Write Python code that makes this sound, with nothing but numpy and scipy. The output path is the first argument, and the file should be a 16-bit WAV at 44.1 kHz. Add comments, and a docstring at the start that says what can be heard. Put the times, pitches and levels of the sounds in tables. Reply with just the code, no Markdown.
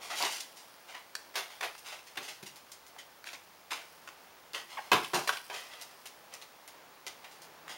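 """A small walled yard of gritty concrete, the camera's microphone close to a dog with a half-flat football.
Paws scuff and claws tick as the dog carries the ball and drops it; the slack skin slaps, folds and rings.
Shoes scuff, and near five seconds a short squeak leads into a kick; the dog catches the ball and steps on.
Throughout, nearby walls answer and far traffic murmurs behind the hiss and thin whine of the camera."""
import sys
import numpy as np
from scipy import signal
from scipy.fft import rfft, irfft, next_fast_len
from scipy.io import wavfile
from scipy.ndimage import uniform_filter1d, map_coordinates

SR = 44100
rng = np.random.default_rng(int(sys.argv[2]) if len(sys.argv) > 2 else 0)


def bounce(signal):
    """Save signal as a 16-bit WAV file at the path given by the first command-line argument."""
    frames = np.transpose(np.atleast_2d(signal))
    limited = np.clip(frames, -1, 1)
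    pcm = np.round(limited * 32767).astype(np.int16)
    wavfile.write(sys.argv[1], SR, pcm)


N = 342902
T = np.arange(SR) / SR  # one second, the longest an event lasts
HZ = np.fft.rfftfreq(SR, 1 / SR)
# colour of gritty concrete underfoot: frequency_hz, relative_db
CONCRETE_COLOUR = [(88, -59), (150, -16), (381, -13.5), (781, -4.5), (1370, -8), (1540, -5), (1760, -6),
                   (2020, 3.5), (2310, -1.5), (2860, 1.5), (3350, -1.5), (5760, -8), (7860, -13.5),
                   (8660, -14.5), (15500, -25.5)]


def ball(body_db, ring_db, free_ring_t60_s, ring_share, lowest_hz):
    """Slack panels slap and crumple; the skin and the air inside ring on."""
    # colour of a slap on leather: frequency_hz, relative_db
    leather = [(29, -58), (50, -27.5), (151, -14), (250, -16), (385, 2.5), (525, -5), (753, 0), (891, 0),
               (1110, -1), (1310, -6.5), (1590, -5), (3500, -11.5), (7920, -32.5), (10600, -31.5),
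               (15500, -38)]
    # modes of the skin and the air inside: pitch_hz, relative_db
    modes = [(125, -25), (172, -11), (353, -10.5), (402, -6.5), (440, 3), (583, 2), (641, 0.5), (737, 9.5),
             (805, -4), (969, 10), (1069, -2), (1135, 7.5), (1229, -29), (1600, -8), (2154, -23),
             (2552, -1), (2635, -6), (2801, -12), (3030, -25), (3509, -5), (4306, -12)]
    mode_hz, mode_db = np.transpose(modes)
    bands = registers(leather) / (1 + (lowest_hz / (HZ + 1)) ** 6)
    track, t = np.zeros(N), T[:SR // 2]
    for start, rise, t60, thump, body, rasp, grit in slaps_and_folds():
        slap = contact(bands, [thump, body + body_db, rasp, grit], rise, t60,
                       grains_per_s=1100, grain_share=0.61)
        add(track, start, np.sqrt(1 - ring_share) * ground_bounce(slap, mean_delay_s=0.0013, gain=0.43))
        # each mode is pushed as hard as the slap is in its register
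        push = [(125, thump + 13), (170, thump + 9), (350, body - 1), (1300, body), (2500, rasp + 3)]
        struck_db = mode_db + along(push, mode_hz) + rng.normal(0, 2.1, len(modes))
        strength = amp(struck_db) / np.linalg.norm(amp(mode_db)) * rng.choice([-1, 1], len(modes))
        ring = strength @ np.cos(2 * np.pi * mode_hz[:, None] * t)
        damping = 1 / free_ring_t60_s + 0.26 / t60  # whatever stops the slap also chokes the ring
        add(track, start, amp(ring_db - 60 * t * damping) * ring)
    return track


def slaps_and_folds():
    """A sharp slap, then a duller fold as the skin caves in: start_s, rise_s, t60_s, four band levels."""
    # the ball meeting ground, shoe or jaws:
    # start_s, fold_t60_s, slap_db, fold_over_slap_db, thump_over_slap_db, brightness_db
    blows = [(.203, 0.22, -45.5, -1, -7, -11), (1.355, 0.27, -35.5, -4.5, -19, 2.5),
             (1.608, 0.2, -42, 4, -40, -0.5), (2.17, 0.43, -47, -12, -3.5, -3),
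             (2.427, .12, -51.5, -18, 9, 7), (4.916, 0.25, -25, -4, -2.5, -3.5),
             (5.134, 0.25, -33.5, -4, 1, -5.5), (5.274, 0.19, -34, -21, -26, 3),
             (5.292, 0.044, -29, -28, -17, -2.5), (5.499, 0.22, -44, -9.5, -31, -4)]
    for start, t60, slap_db, fold_over_db, thump_db, bright_db in blows:
        yield start, 0.0011, 0.61 * t60, slap_db + thump_db, *tilted(slap_db, bright_db, rasp_db=2.5)
        rise = 0.01 * 2 ** ((-30.5 - slap_db) / 19)  # a harder blow folds the skin sooner
        fold_db = slap_db + fold_over_db
        yield start + rise, rise, t60, fold_db + thump_db, *tilted(fold_db, bright_db - 2, rasp_db=2.5)


def paw_steps(gain_db, claws, claw_hz, claw_spread_s):
    """A pad pats the grit while its claws land one after another."""
    # paws set down: start_s, relative_db, brightness_db
    footfalls = [(1.778, -57.5, 7.5), (2.557, -56, 5), (2.717, -55.5, 10.5), (2.8642, -60.5, 8),
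                 (3.33, -47.5, 0.5), (4.073, -56, -1.5), (5.813, -49.5, 7.5), (5.908, -66, 1),
                 (6.056, -47.5, 3.5), (6.337, -52.5, 1.5), (6.415, -51.5, 0.5), (6.677, -53.5, 2.5),
                 (7.065, -42, 1), (7.418, -62, 12), (7.441, -66, 6)]
    track, bands = np.zeros(N), registers(CONCRETE_COLOUR)[1:]
    for start, db, bright_db in footfalls:
        levels = tilted(db + gain_db, bright_db, rasp_db=2)
        pad = contact(bands, levels, rise_s=0.001, t60_s=0.16, grains_per_s=620, grain_share=0.35)
        add(track, start, pad)
        for claw in range(claws):
            late = claw_spread_s * (claw + rng.uniform(0, 0.5)) / claws
            octaves = 0.75 * bright_db + rng.normal(0, 0.14)  # brighter steps have higher claws
            peak_db = db + 10.5 + rng.normal(0, 5)
            add(track, start + late, tick(peak_db, claw_hz * 2 ** octaves, t60_s=0.0063))
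    return track


def scuffs(gain_db, fade_db, lift_t60_s):
    """Pads and soles drag sand over the concrete: each stroke swells, fades, then lifts off."""
    # paws, shoes and ball dragged over grit: start_s, length_s, relative_db, brightness_db
    strokes = [(0, 0.23, -49.5, 2), (0.094, 0.098, -40.5, -3), (.14, 0.25, -43, 6), (0.201, .11, -39, -2),
               (0.241, 0.059, -36.5, 0.5), (0.297, 0.15, -45, 5.5), (0.401, .028, -48.5, 12.5),
               (0.555, .1, -61, 10), (0.877, 0.11, -53, -1.5), (0.934, 0.087, -51.5, -5.5),
               (1.339, 0.024, -50, -2.5), (1.49, .12, -55.5, -1), (1.843, 0.16, -48, 0.5),
               (1.916, 0.064, -48.5, -1.5), (2.061, 0.064, -57.5, 4.5), (2.155, 0.018, -52.5, -3),
               (2.205, 0.18, -52, 4.5), (2.276, .06, -46.5, 1), (2.456, .06, -53, 6.5),
               (2.981, 0.051, -51, 1.5), (3.248, 0.11, -50, 0.5), (3.704, 0.071, -38, -1.5),
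               (3.754, 0.13, -53, -2.5), (4.532, .1, -42, -2), (4.673, 0.27, -53.5, -0.5),
               (5.027, 0.06, -49, 3), (5.132, .08, -44, 12), (5.196, 0.18, -58, 8),
               (5.321, .05, -42.5, -0.5), (5.36, 0.061, -57, 0), (5.519, .16, -45, -0.5),
               (5.679, 0.24, -55.5, -2.5), (5.797, 0.065, -58, 1), (6.314, 0.09, -56, -4),
               (7.236, .07, -57, -5), (7.304, 0.082, -62.5, 6), (7.681, 0.1, -47, -0.5)]
    track, bands = np.zeros(N), registers(CONCRETE_COLOUR)[1:]
    for start, length, db, bright_db in strokes:
        scrape = contact(bands, tilted(db, bright_db, rasp_db=3), rise_s=0.18 * length,
                         t60_s=length * 60 / fade_db, grains_per_s=750, grain_share=0.46)
        scrape *= decay(lift_t60_s, hold_s=length)
        add(track, start, ground_bounce(scrape, mean_delay_s=0.001096, gain=0.39))
    return amp(gain_db) * track


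def snaps(gain_db):
    """Teeth, claws and small stones snap, standing out from the shuffling."""
    # single hard strikes: start_s, relative_peak_db, centre_hz, t60_s
    strikes = [(0.2254, -12.5, 4470, 0.0053), (0.951, -24, 1930, 0.0048), (1.1526, -21, 1630, 0.02),
               (1.1525, -20.5, 5430, 0.02), (1.6115, -24, 1920, 0.013), (1.63, -20, 1840, 0.11),
               (1.751, -34.5, 1430, 0.02), (2.173, -21.5, 2030, 0.061), (2.2507, -32, 2520, .008),
               (2.964, -36.5, 920, .026), (3.242, -30, 2080, 0.0058), (3.272, -27, 2365, 0.018),
               (3.289, -29.5, 2450, 0.019), (3.351, -29, 2100, .013), (3.708, -25.5, 2400, 0.015),
               (3.723, -24.5, 970, 0.026), (4.075, -34, 2200, 0.032), (4.534, -28, 4500, 0.0076),
               (4.548, -18, 2760, .008), (4.932, -9, 3350, .005), (5.046, -23.5, 2930, .03),
               (5.192, -21, 1180, 0.013), (5.2922, -9, 1360, 0.026), (5.371, -25.5, 2800, 0.041),
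               (5.7353, -31, 2330, 0.027), (7.244, -34.5, 2340, 0.097), (7.6803, -27.5, 1950, .012)]
    track = np.zeros(N)
    for start, db, hz, t60 in strikes:
        add(track, start, tick(db + gain_db, hz, t60))
    return track


def tick(peak_db, hz, t60_s):
    """A hard tip strikes: a short crack through its own broad resonance."""
    burst = rng.standard_normal(SR // 12) * decay(t60_s)[:SR // 12]
    crack = signal.lfilter(*signal.iirpeak(min(hz, SR / 4), Q=2.75, fs=SR), burst)
    crack = ground_bounce(crack, mean_delay_s=0.0016, gain=0.41)
    crack = signal.lfilter(*signal.butter(2, 450, "high", fs=SR), crack)
    return amp(peak_db) * crack / np.abs(crack).max()


def squeak(start_s, level_db, from_hz, to_hz, glide_s, overtone_db, roughness):
    """A short falling rubbery chirp, as of a sole twisting before the kick."""
    hz = np.interp(T, [0, glide_s], [from_hz, to_hz])
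    slip = unit(uniform_filter1d(rng.standard_normal(SR), size=50))
    phase = 2 * np.pi * np.cumsum(hz * (1 + roughness * slip)) / SR
    tone = np.sin(phase) + amp(overtone_db) * (np.sin(2 * phase) + 0.5 * np.sin(3 * phase))
    envelope = np.minimum(T / 0.0014, 1) * decay(0.042, hold_s=glide_s)
    track = np.zeros(N)
    add(track, start_s, amp(level_db) * tone * envelope)
    return track


def sand(motion, level_db, settle_s, follow_power, grains_per_s, spread_db, lowest_hz):
    """Stirred by feet and ball, single grains crack and skitter until they settle."""
    stir = signal.lfilter([1], [1, -np.exp(-1 / (settle_s * SR))], motion ** 2)
    size = amp(-spread_db * np.clip(rng.standard_normal(N), -2, 2)) * rng.choice([-1, 1], N)
    grains = (rng.random(N) < grains_per_s / SR) * size
    burst = rng.standard_normal(SR // 200) * decay(0.0054)[:SR // 200]
    crackle = signal.fftconvolve(grains, burst)[:N]
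    crackle = signal.lfilter(*signal.butter(1, [lowest_hz, SR / 4], "band", fs=SR), crackle)
    return amp(level_db) * np.sqrt(stir / stir.mean()) ** follow_power * unit(crackle)


def contact(bands, levels_db, rise_s, t60_s, grains_per_s, grain_share):
    """A swelling, fading shower of tiny impacts, coloured by the material."""
    grains = (rng.random(SR) < grains_per_s / SR) * rng.choice([-1, 1], SR) * (0.5 + rng.random(SR))
    force = np.sqrt(grain_share) * unit(grains) + np.sqrt(1 - grain_share) * rng.standard_normal(SR)
    stroke = np.minimum(T / rise_s, 1) * decay(t60_s, hold_s=rise_s)
    power = amp(levels_db) ** 2 @ bands
    return irfft(rfft(force * stroke) * minimum_phase(np.sqrt(power))) * np.sqrt(power.mean())


def ground_bounce(sound, mean_delay_s, gain):
    """The slab mirrors a sound to the microphone a moment later, combing it differently at each spot."""
    lag = int(mean_delay_s * SR * rng.uniform(0.5, 1.5))
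    return (sound + gain * np.pad(sound, (lag, 0))[:len(sound)]) / np.hypot(1, gain)


def yard_echo(sound, wall_s, wall_db, tail_db):
    """A close wall throws back a scattered echo; a short diffuse tail follows."""
    # how long the yard rings: frequency_hz, t60_s
    ring_times = [(100, 0.38), (500, 0.36), (2000, 0.37), (6000, 0.34), (14000, 0.28)]
    track, block = np.zeros(N), SR // 3
    for start in range(0, N, block):  # each block meets a fresh scatter of reflections
        hz, t, noise = signal.stft(rng.standard_normal(SR // 2), SR, nperseg=256)
        fade = amp(-60 * t / along(ring_times, hz)[:, None])
        tail = signal.istft(noise * fade, SR, nperseg=256)[1][:SR // 2]
        tail *= np.minimum(T[:len(tail)] / 0.0059, 1)
        late = T[:len(tail)] - wall_s
        wall = rng.standard_normal(len(tail)) * (late > 0) * amp(-60 * np.abs(late) / 0.011)
        answer = amp(tail_db) * tail / np.linalg.norm(tail) + amp(wall_db) * wall / np.linalg.norm(wall)
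        add(track, start / SR, signal.fftconvolve(sound[start:start + block], answer))
    return track


def traffic_and_hiss(level_db):
    """Far traffic swells and ebbs under steady microphone hiss."""
    # colour of traffic and hiss together: frequency_hz, relative_db
    colour = [(15, -43), (25, -24), (482, -4.5), (567, -3), (648, -3), (871, -1.5), (1660, -7),
              (1850, -7.5), (2700, -10.5), (3000, -11.5), (5880, -15.5), (7910, -19), (9050, -22),
              (13900, -20), (15500, -17)]
    # slow drift of the traffic: time_s, relative_db
    murmur = [(0, -54), (.8, -57.5), (2.8, -59), (4.3, -57), (5.8, -57), (6.9, -57.5), (7.78, -53.5)]
    murmur_db, = curves(murmur)
    air = unit(filtered(rng.standard_normal(N), lambda hz: amp(along(colour, hz))))
    traffic = filtered(air, lambda hz: 1 / (1 + (hz / 3000) ** 2))
    swell = amp(murmur_db - murmur_db.mean() + 0.74 * wobble(6.3))
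    return amp(level_db) * (air + traffic * (swell - 1))


def distant_engine():
    """One engine far off hums on two harmonics as it changes speed."""
    # the engine's course: time_s, pitch_hz, fundamental_db, octave_db
    course = [(0, 80.4, -126, -83), (1.1, 82, -101, -110), (1.7, 85.5, -83, -88), (2.3, 64.8, -87, -81),
              (2.8, 63.7, -85.5, -89), (3.5, 91.4, -81, -80), (5.6, 68.9, -93, -85),
              (6.5, 73.3, -91, -84.5), (7.78, 81.9, -95, -74)]
    pitch_hz, fundamental_db, octave_db = curves(course)
    phase = 2 * np.pi * np.cumsum(pitch_hz * (1 + 0.01 * wobble(12))) / SR
    return np.sqrt(2) * (amp(fundamental_db) * np.sin(phase) + amp(octave_db) * np.sin(2 * phase))


def camera_whine(line_db, skirt_db):
    """The camera's line-scan tone and a fuzzy band just under it."""
    line = np.sqrt(2) * np.sin(2 * np.pi * 15734 * np.arange(N) / SR)
    skirt = filtered(rng.standard_normal(N), lambda hz: np.exp(-((hz - 15690) / 60) ** 2))
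    return amp(line_db) * line + amp(skirt_db) * unit(skirt)


def registers(colour):
    """A material's colour split into thump, body, rasp and grit, each of power 1."""
    # borders of the four bands: edge_hz
    edges = [20, 300, 1500, 5000, 20000]
    below = [1 / (1 + (HZ / edge) ** 8) for edge in edges]
    power = np.abs(np.diff(below, axis=0)) * amp(along(colour, HZ)) ** 2
    return power / power.mean(axis=1, keepdims=True)


def tilted(db, bright_db, rasp_db):
    """Body, rasp and grit levels of a contact: brightness trades body for grit."""
    return [db - bright_db, db + rasp_db, db + bright_db]


def minimum_phase(gain):
    """The spectrum of this shape whose impulse response starts at once; energy 1."""
    cepstrum = irfft(np.log(np.maximum(gain / gain.max(), 1e-5)))
    cepstrum[1:SR // 2] *= 2
    cepstrum[SR // 2 + 1:] = 0
    spectrum = np.exp(rfft(cepstrum))
    return spectrum / np.linalg.norm(irfft(spectrum))


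def decay(t60_s, hold_s=0):
    """An envelope that holds, then falls 60 dB every t60_s."""
    return amp(-60 * np.maximum(T - hold_s, 0) / t60_s)


def amp(db):
    """Decibels to gain."""
    return 10 ** (np.asarray(db) / 20)


def unit(x):
    """Scale to rms 1."""
    return x / np.sqrt(np.mean(x ** 2) + 1e-20)


def along(points, hz):
    """(Hz, value) points read on a log axis."""
    point_hz, values = np.transpose(points)
    return np.interp(np.log(hz + 1), np.log(point_hz + 1), values)


def curves(rows):
    """One value per sample for each column after the time."""
    times, *columns = np.transpose(rows)
    return [np.interp(np.arange(N) / SR, times, column) for column in columns]


def wobble(knots_per_s):
    """A smooth random curve."""
    knots = rng.standard_normal(int(N * knots_per_s / SR) + 4)
    return map_coordinates(knots, [np.arange(N) * knots_per_s / SR])


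def filtered(x, response):
    """x times a response of frequency."""
    size = next_fast_len(N + SR // 2)
    return irfft(rfft(x, size) * response(np.fft.rfftfreq(size, 1 / SR)), size)[:N]


def add(track, start_s, sound):
    """Mix a sound into the track."""
    part = track[max(round(start_s * SR), 0):][:len(sound)]
    part += sound[:len(part)]


def scene():
    """Dog, ball and shoes close to the microphone, walls around them, traffic far off; mono."""
    near = scuffs(gain_db=-1.23, fade_db=18.5, lift_t60_s=0.14)
    near += ball(body_db=-1, ring_db=-1, free_ring_t60_s=0.23, ring_share=0.23, lowest_hz=122)
    near += paw_steps(gain_db=-2, claws=3, claw_hz=3150, claw_spread_s=0.02)
    near += snaps(gain_db=-4.5)
    near += squeak(start_s=4.771, level_db=-35, from_hz=1112, to_hz=792, glide_s=0.0221,
                   overtone_db=-6.5, roughness=0.11)
    near += sand(near, level_db=-61, settle_s=0.16, follow_power=0.62, grains_per_s=500,
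                 spread_db=0.5, lowest_hz=1790)
    near = signal.lfilter(*signal.butter(2, 85, "high", fs=SR), near)  # small things radiate no deep bass
    echo = yard_echo(near, wall_s=0.011, wall_db=-12.5, tail_db=-9)
    background = traffic_and_hiss(level_db=-56.5) + distant_engine()
    return (near + echo + background + camera_whine(line_db=-75, skirt_db=-74))[None]


def record(dry):
    """The camera has a narrow notch in the treble and a band limit."""
    notch_hz, top_hz = 7850, 15950
    notch = lambda hz: 1 - 0.85 * np.exp(-((hz - notch_hz) / 170) ** 2)
    return filtered(dry[0], lambda hz: notch(hz) * (hz < top_hz))[None]


dry = scene()
out = record(dry)
bounce(out)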